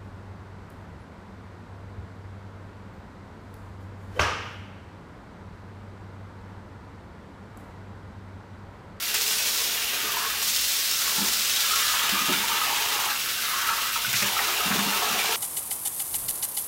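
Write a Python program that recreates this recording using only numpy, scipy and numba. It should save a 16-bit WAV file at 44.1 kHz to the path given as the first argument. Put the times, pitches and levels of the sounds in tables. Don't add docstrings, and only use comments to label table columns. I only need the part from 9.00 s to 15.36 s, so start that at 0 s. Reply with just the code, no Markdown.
import sys
import numpy as np
from scipy import signal
from scipy.fft import rfft, irfft
from scipy.io import wavfile
from scipy.ndimage import uniform_filter1d
from numba import njit

SR = 44100
rng = np.random.default_rng(int(sys.argv[2]) if len(sys.argv) > 2 else 0)


def generate_wav(signal):
    frames = np.transpose(np.atleast_2d(signal))
    scaled = np.clip(frames, -1, 1) * 32767
    pcm = np.round(scaled).astype(np.int16)
    wavfile.write(sys.argv[1], SR, pcm)


N = 280476
T = np.arange(N) / SR
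TOP_HZ = 15750


def gain(db):
    return 10 ** (np.asarray(db) / 20)


def unit(x):
    return x / np.sqrt(np.mean(x ** 2))


def equalise(x, db_at):
    size = 8192
    hz = np.maximum(np.fft.rfftfreq(size, 1 / SR), 1)
    cepstrum = irfft(np.log(gain(db_at(hz))))
    cepstrum[1:size // 2] *= 2
    cepstrum[size // 2 + 1:] = 0
    response = irfft(np.exp(rfft(cepstrum)))
    return signal.fftconvolve(x, response)[:N]


def colour(x, tone):
    hz, db = np.transpose(tone)
    return unit(equalise(x, lambda f: np.interp(np.log(f), np.log(hz), db)))


def resonate(x, peaks):
    return equalise(x, lambda f: sum(db / (1 + (2 * (f - hz) / width) ** 2) for hz, width, db in peaks))


def swell(start, end, rise_s, fade_s):
    rise = 1 - np.exp(-np.maximum(np.minimum(T, end) - start, 0) / rise_s)
    return rise * np.exp(-np.maximum(T - end, 0) / fade_s)


def wander(per_s):
    hold = int(SR / per_s)
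    steps = np.repeat(rng.standard_normal(N // hold + 1), hold)
    return unit(uniform_filter1d(steps, hold)[:N])


def impacts(per_s, spread_db):
    size = gain(spread_db * np.minimum(rng.exponential(size=N), 5))
    return unit((rng.random(N) < per_s / SR) * size * rng.choice([-1, 1], N))


@njit
def ring(start_s, hz, size, cycles, glide, rise_cycles):
    out = np.zeros(N)
    for k in range(len(start_s)):
        first, length = int(start_s[k] * SR), int(cycles[k] / hz[k] * SR)
        phase = 0.
        for i in range(max(0, min(length, N - first))):
            phase += 2 * np.pi * hz[k] * (1 + glide * i / length) / SR
            rise = min(phase / (2 * np.pi * rise_cycles), 1.)
            out[first + i] += size[k] * rise * np.exp(-6.9 * i / length) * np.sin(phase)
    return out


def bubbles(lowest_hz, highest_hz, spread_db, cycles, glide, count):
    jitter, strength, life = rng.random((count, 3)).T
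    when = ((np.arange(count) + jitter) / count * N).astype(int)
    low_hz = (lowest_hz * np.ones(N))[when]
    hz = low_hz * (highest_hz / low_hz) ** rng.beta(1.25, 1.7, size=count)
    size = gain(spread_db * np.minimum(-np.log(1 - strength), 3))
    return unit(ring(when / SR, hz, size, cycles * (.5 + life), glide, rise_cycles=0.4))


def sputter(per_s, fade_s, unevenness):
    gulps = (rng.random(N) < per_s / SR) * np.minimum(rng.exponential(size=N), 2.5)
    power = signal.lfilter([1], [1, -np.exp(-1 / (fade_s * SR))], gulps)
    power = 1 + unevenness * power / power.mean()
    return np.sqrt(power / uniform_filter1d(power, size=SR // 12))


# pitch_hz, level_db
HISS_TONE = [(300, -13.5), (700, -12), (1500, -9.5), (2800, 5), (5000, 0.5), (7500, -2.5), (9700, -2.5),
             (12500, 2.5), (15500, -1)]
def tap():
    return gain(-31.5) * colour(impacts(per_s=18000, spread_db=3), HISS_TONE)


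# pitch_hz, level_db
SPRAY_TONE = [(500, -19), (1300, -17), (2400, -4.5), (3600, 3.5), (5400, 6), (7000, 3), (9500, -1),
              (12500, -3), (15500, 0)]
PATTER_TONE = [(300, -20.5), (800, -16.5), (1500, -10), (2200, -6.5), (2900, -4), (3800, -5), (5200, -18),
               (9000, -25), (15500, -46)]
# start_s, end_s, level_db, fade_s
SPRAY_TIMES = [(0, 0.117, -35, .02), (0.13, 0.604, -27, 0.16), (1.405, 2.9, -27, 0.15),
               (1.42, 1.5, -39, 0.045), (5.128, 5.19, -26, 0.041)]
# start_s, end_s, level_db, rise_s
PATTER_TIMES = [(2.288, 4.0, -34.5, 0.069), (5.122, 6.4, -37, 0.0064)]
def jet():
    hard = sum(gain(db) * swell(start, end, 0.015, fade_s) for start, end, db, fade_s in SPRAY_TIMES)
    wet = sum(gain(db) * swell(start, end, rise_s, 0.07) for start, end, db, rise_s in PATTER_TIMES)
    spray = colour(impacts(per_s=12000, spread_db=2.5), SPRAY_TONE)
    spray += gain(-20) * bubbles(3680, 9800, spread_db=5, cycles=22, glide=0.08, count=5000)
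    patter = colour(impacts(per_s=9000, spread_db=3), PATTER_TONE)
    patter += gain(-8) * bubbles(1910, 4740, spread_db=2, cycles=25, glide=0.071, count=3000)
    thrown = np.hypot(hard, gain(1) * wet)
    basin_spray, basin_patter = gain(-31.5), gain(-36.5)
    return spray * np.hypot(basin_spray, thrown) + patter * np.hypot(basin_patter, wet)


@njit
def moving_band(x, hz, width_hz):
    out, band, low = np.empty(N), 0., 0.
    for i in range(N):
        tuning, damping = np.tan(np.pi * hz[i] / SR), width_hz / hz[i]
        passed = (band + tuning * (x[i] - low)) / (1 + tuning * (tuning + damping))
        band = 2 * passed - band
        low += 2 * tuning * passed
        out[i] = damping * passed
    return out


# time_s, pitch_hz, level_db
DIMPLE_PATH = [(.6, 3520, -47), (.8, 2880, -35.5), (1.05, 2820, -40), (1.4, 2800, -45), (2.15, 4000, -40),
               (2.65, 3480, -36.5), (3.15, 3000, -35), (4.3, 2700, -44), (6.2, 2760, -35)]
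def dimple():
    time_s, hz, db = np.transpose(DIMPLE_PATH)
    pitch_hz = np.interp(T, time_s, hz) * (1 + 0.029 * wander(14))
    drops = impacts(per_s=5000, spread_db=1.5)
    for _ in range(2):
        drops = moving_band(drops, pitch_hz, width_hz=1300.)
    return gain(np.interp(T, time_s, db)) * unit(drops)


# pitch_hz, width_hz, boost_db
HOLLOW_PEAKS = [(900, 120, 2), (1036, 45, -5), (1290, 130, 6.5), (1700, 180, 7)]
# start_s, tipped_s, filling_s, level_db, enclosed (0 to 1)
FILLINGS = [(0.887, 1.244, 0.5, -36.5, 0.5), (1.948, 2.252, 0.17, -38.5, 0.5),
            (2.475, 4.04, 0.84, -34.5, 0.8), (4.173, 4.289, 0.65, -33.5, 1), (4.334, 4.8, 0.43, -33, 0.7),
            (5.153, 6.4, 0.076, -35.5, 1)]
def pool():
    shallow_hz, full_hz = 1277, 673
    fills = depths()
    lowest_hz = shallow_hz * (full_hz / shallow_hz) ** fills.max(axis=0)
    bare = bubbles(lowest_hz, 2274, spread_db=3.5, cycles=24.6, glide=0.12, count=3700)
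    hollow = unit(resonate(bare, HOLLOW_PEAKS))
    gurgle = np.zeros(N)
    for depth, (*_, db, enclosed) in zip(fills, FILLINGS):
        build_up = np.tanh(depth / 0.13) ** 2
        gurgle += gain(db) * build_up * unit(bare + enclosed * (hollow - bare))
    shallows = bubbles(shallow_hz, 2265, spread_db=3, cycles=17, glide=0.13, count=2600)
    return gurgle * gain(wander(14)) + gain(-43) * shallows


def depths():
    return np.array([swell(start, tipped, filling_s, fade_s=0.059)
                     for start, tipped, filling_s, *_ in FILLINGS])


# pitch_hz, level_db
RUNOFF_TONE = [(130, -39), (200, -6), (270, -12), (430, 4.5), (515, 0.5), (720, -3.5), (1000, 2.5),
               (2000, -14.5)]
def runoff():
    trickle = gain(-52)
    spill = gain(-37.5) * depths().max(axis=0) ** 2.4
    drip = gain(-43.5) * swell(0, 0.99, rise_s=0.12, fade_s=0.38)
    drops = colour(impacts(per_s=700, spread_db=3.5), RUNOFF_TONE)
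    return np.hypot(trickle, spill + drip) * drops


# pitch_hz, level_db
RUMBLE_TONE = [(20, -17), (42, -2), (58, 18.5), (75, 0), (115, 8.5), (150, -13), (205, 11.5), (430, -8),
               (550, 9.5), (1000, -19)]
def room():
    hum_hz = 118.8
    hum = gain(-64.5) * unit(np.sin(2 * np.pi * hum_hz * T))
    return hum + gain(-52) * colour(rng.standard_normal(N), RUMBLE_TONE)


# start_s, level_db
SPLASH_TIMES = [(0.1425, -17.5), (.419, -30), (1.425, -22), (2.078, -26), (2.284, -20.5), (2.928, -29),
                (3.0922, -20), (3.324, -21), (3.385, -25), (4.054, -24), (5.1288, -20), (5.2236, -21),
                (5.971, -25)]
def splashes():
    fade_s = 0.01
    bursts = sum(gain(db) * (T >= start) * np.exp(-np.abs(T - start) / fade_s)
                 for start, db in SPLASH_TIMES)
    drops = impacts(per_s=16000, spread_db=0)
    return bursts * (colour(drops, SPRAY_TONE) + gain(-4.5) * colour(drops, PATTER_TONE))


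# start_s, level_db, pitch_hz
SLAP_TIMES = [(.148, -26, 2700), (.772, -30, 2500), (1.245, -35, 1590), (3.33, -22.5, 2710),
              (4.687, -32, 1700), (5.134, -22.5, 2000), (5.222, -22.5, 2180), (5.389, -23, 1630),
              (5.711, -23, 1390), (5.788, -24, 1270), (5.925, -28, 1710), (6.016, -30, 850),
              (6.244, -29.5, 855)]
def slaps():
    rise_s, edge_octaves = 0.0027, np.array([-0.4, 0.4])
    drops = impacts(per_s=5000, spread_db=1.5)
    out = np.zeros(N)
    for start, db, hz in SLAP_TIMES:
        band = signal.butter(2, hz * 2 ** edge_octaves, "band", fs=SR, output="sos")
        loudness = gain(db) * swell(start, start + 2 * rise_s, rise_s, fade_s=0.016)
        out += loudness * unit(signal.sosfilt(band, drops))
    return out


# start_s, level_db, pitch_hz
PLOP_TIMES = [(.392, -21, 2530), (1.092, -22, 1150), (1.143, -31, 1045), (1.168, -18.5, 968),
              (1.352, -29.5, 855), (2.18, -28, 840), (2.707, -20, 1250), (2.735, -19, 1300),
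              (2.898, -21, 1270), (2.937, -22.5, 970), (3.015, -21, 1250), (3.153, -20, 1215),
              (3.191, -16, 1234), (3.291, -18, 1255), (3.332, -18, 1410), (3.438, -26, 930),
              (3.515, -19, 1160), (3.615, -18, 1250), (3.7, -24, 874), (3.919, -21, 1240),
              (3.99, -22, 1230), (4.062, -23, 818), (4.534, -20.5, 1060), (4.688, -13, 1320),
              (4.958, -15, 1270), (4.962, -23, 930), (5.047, -14.5, 1460), (5.366, -16, 1290),
              (5.4, -25, 790), (5.484, -19, 1280), (5.526, -23, 1250), (5.607, -18.5, 1254),
              (5.628, -24.5, 703), (5.884, -19, 1270), (5.93, -21, 1270), (6.025, -23.5, 710),
              (6.074, -23, 1320), (6.192, -15.5, 2310), (6.325, -24, 1300)]
def plops():
    start_s, db, hz = np.transpose(PLOP_TIMES).copy()
    return ring(start_s, hz, gain(db), cycles=np.full(len(hz), 57.), glide=0.15, rise_cycles=2.05)


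# pitch_hz, level_db, ring_s (time to fade by 60 dB)
BASIN_NOTES = [(56.2, 3, 0.45), (117, -1.5, 0.2), (176, -1, 0.11), (197.3, 5.5, 0.14), (203.1, -14, 0.77),
               (222.3, 2, 0.13), (280, 4.5, 0.1), (359.4, -1.5, 0.15), (424, 6, 0.093), (587, 18, 0.083),
               (815, 1, 0.15)]
# start_s, peak_db, pitch_hz
BUMP_TIMES = [(1.031, -32, 320), (2.181, -29, 215), (2.216, -27.5, 251), (3.124, -27, 245),
              (3.21, -29, 215), (3.284, -20.5, 288), (3.29, -29.5, 560), (3.338, -31, 202),
              (3.683, -36, 316), (5.069, -35, 126), (5.134, -32, 125), (5.22, -31.5, 148),
              (5.226, -29, 410), (5.658, -26.5, 215), (5.706, -23.5, 180), (5.745, -24.5, 334),
              (5.782, -24.5, 203), (5.861, -24, 235), (6.105, -33, 170), (6.132, -32, 198)]
def bumps():
    reach_octaves = 0.53
    t = T[:SR // 2]
    hz, note_db, ring_s = np.transpose(BASIN_NOTES)[:, :, None]
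    push = 1 - np.exp(-t / .009)
    fade = np.exp(-np.log(1000) * t / ring_s)
    out = np.zeros(N + len(t))
    for start, db, bump_hz in BUMP_TIMES:
        strength = gain(note_db) / (1 + (np.log2(hz / bump_hz) / reach_octaves) ** 4)
        detune = 1 + 0.014 * rng.standard_normal(hz.shape)
        notes = strength * np.sin(2 * np.pi * hz * detune * t) * fade
        thud = notes.sum(axis=0) * push
        first = int(start * SR)
        out[first:first + len(t)] += gain(db) * thud / np.abs(thud).max()
    return out[:N]


# pitch_hz, width_hz, boost_db
BOWL_PEAKS = [(365, 18, 5), (439, 24, 4), (515, 30, -6), (703, 24, 6), (842, 30, 3), (920, 36, 4),
              (1104, 24, 6), (1236, 36, 4), (1507, 40, 3), (1959, 30, 4), (2269, 38, 3), (2402, 60, 2),
              (2805, 55, 3), (3609, 50, 2), (3963, 70, 2.5)]
def tiles(x, echo_db, ring_s=0.42, spots=8):
    direct = resonate(x, BOWL_PEAKS)
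    t = T[:SR // 2]
    shares = np.array([wander(30) for _ in range(spots)])
    shares /= np.linalg.norm(shares, axis=0)
    tails = rng.standard_normal((spots, len(t))) * np.exp(-np.log(1000) * t / ring_s) * (t > .002)
    tails /= np.linalg.norm(tails, axis=1, keepdims=True)
    echoes = signal.fftconvolve(direct * shares, tails, axes=1).sum(axis=0)[:N]
    return (direct + gain(echo_db) * echoes) / np.hypot(1, gain(echo_db))


def scene():
    hiss = tap() * sputter(per_s=50, fade_s=.009, unevenness=1.4)
    spatter = (jet() + dimple()) * sputter(per_s=60, fade_s=.008, unevenness=.9)
    water = tiles(hiss + spatter + pool() + runoff() + plops(), echo_db=0)
    hits = tiles(bumps() + splashes() + slaps(), echo_db=-7)
    mono = water + hits + room()
    return np.array([mono, mono])


def record(dry):
    bass_cut = signal.butter(3, 42, "high", fs=SR, output="sos")
    treble_cut = signal.ellip(12, .1, 90, TOP_HZ, fs=SR, output="sos")
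    return signal.sosfilt(treble_cut, signal.sosfilt(bass_cut, dry))


dry = scene()
out = record(dry)
generate_wav(out)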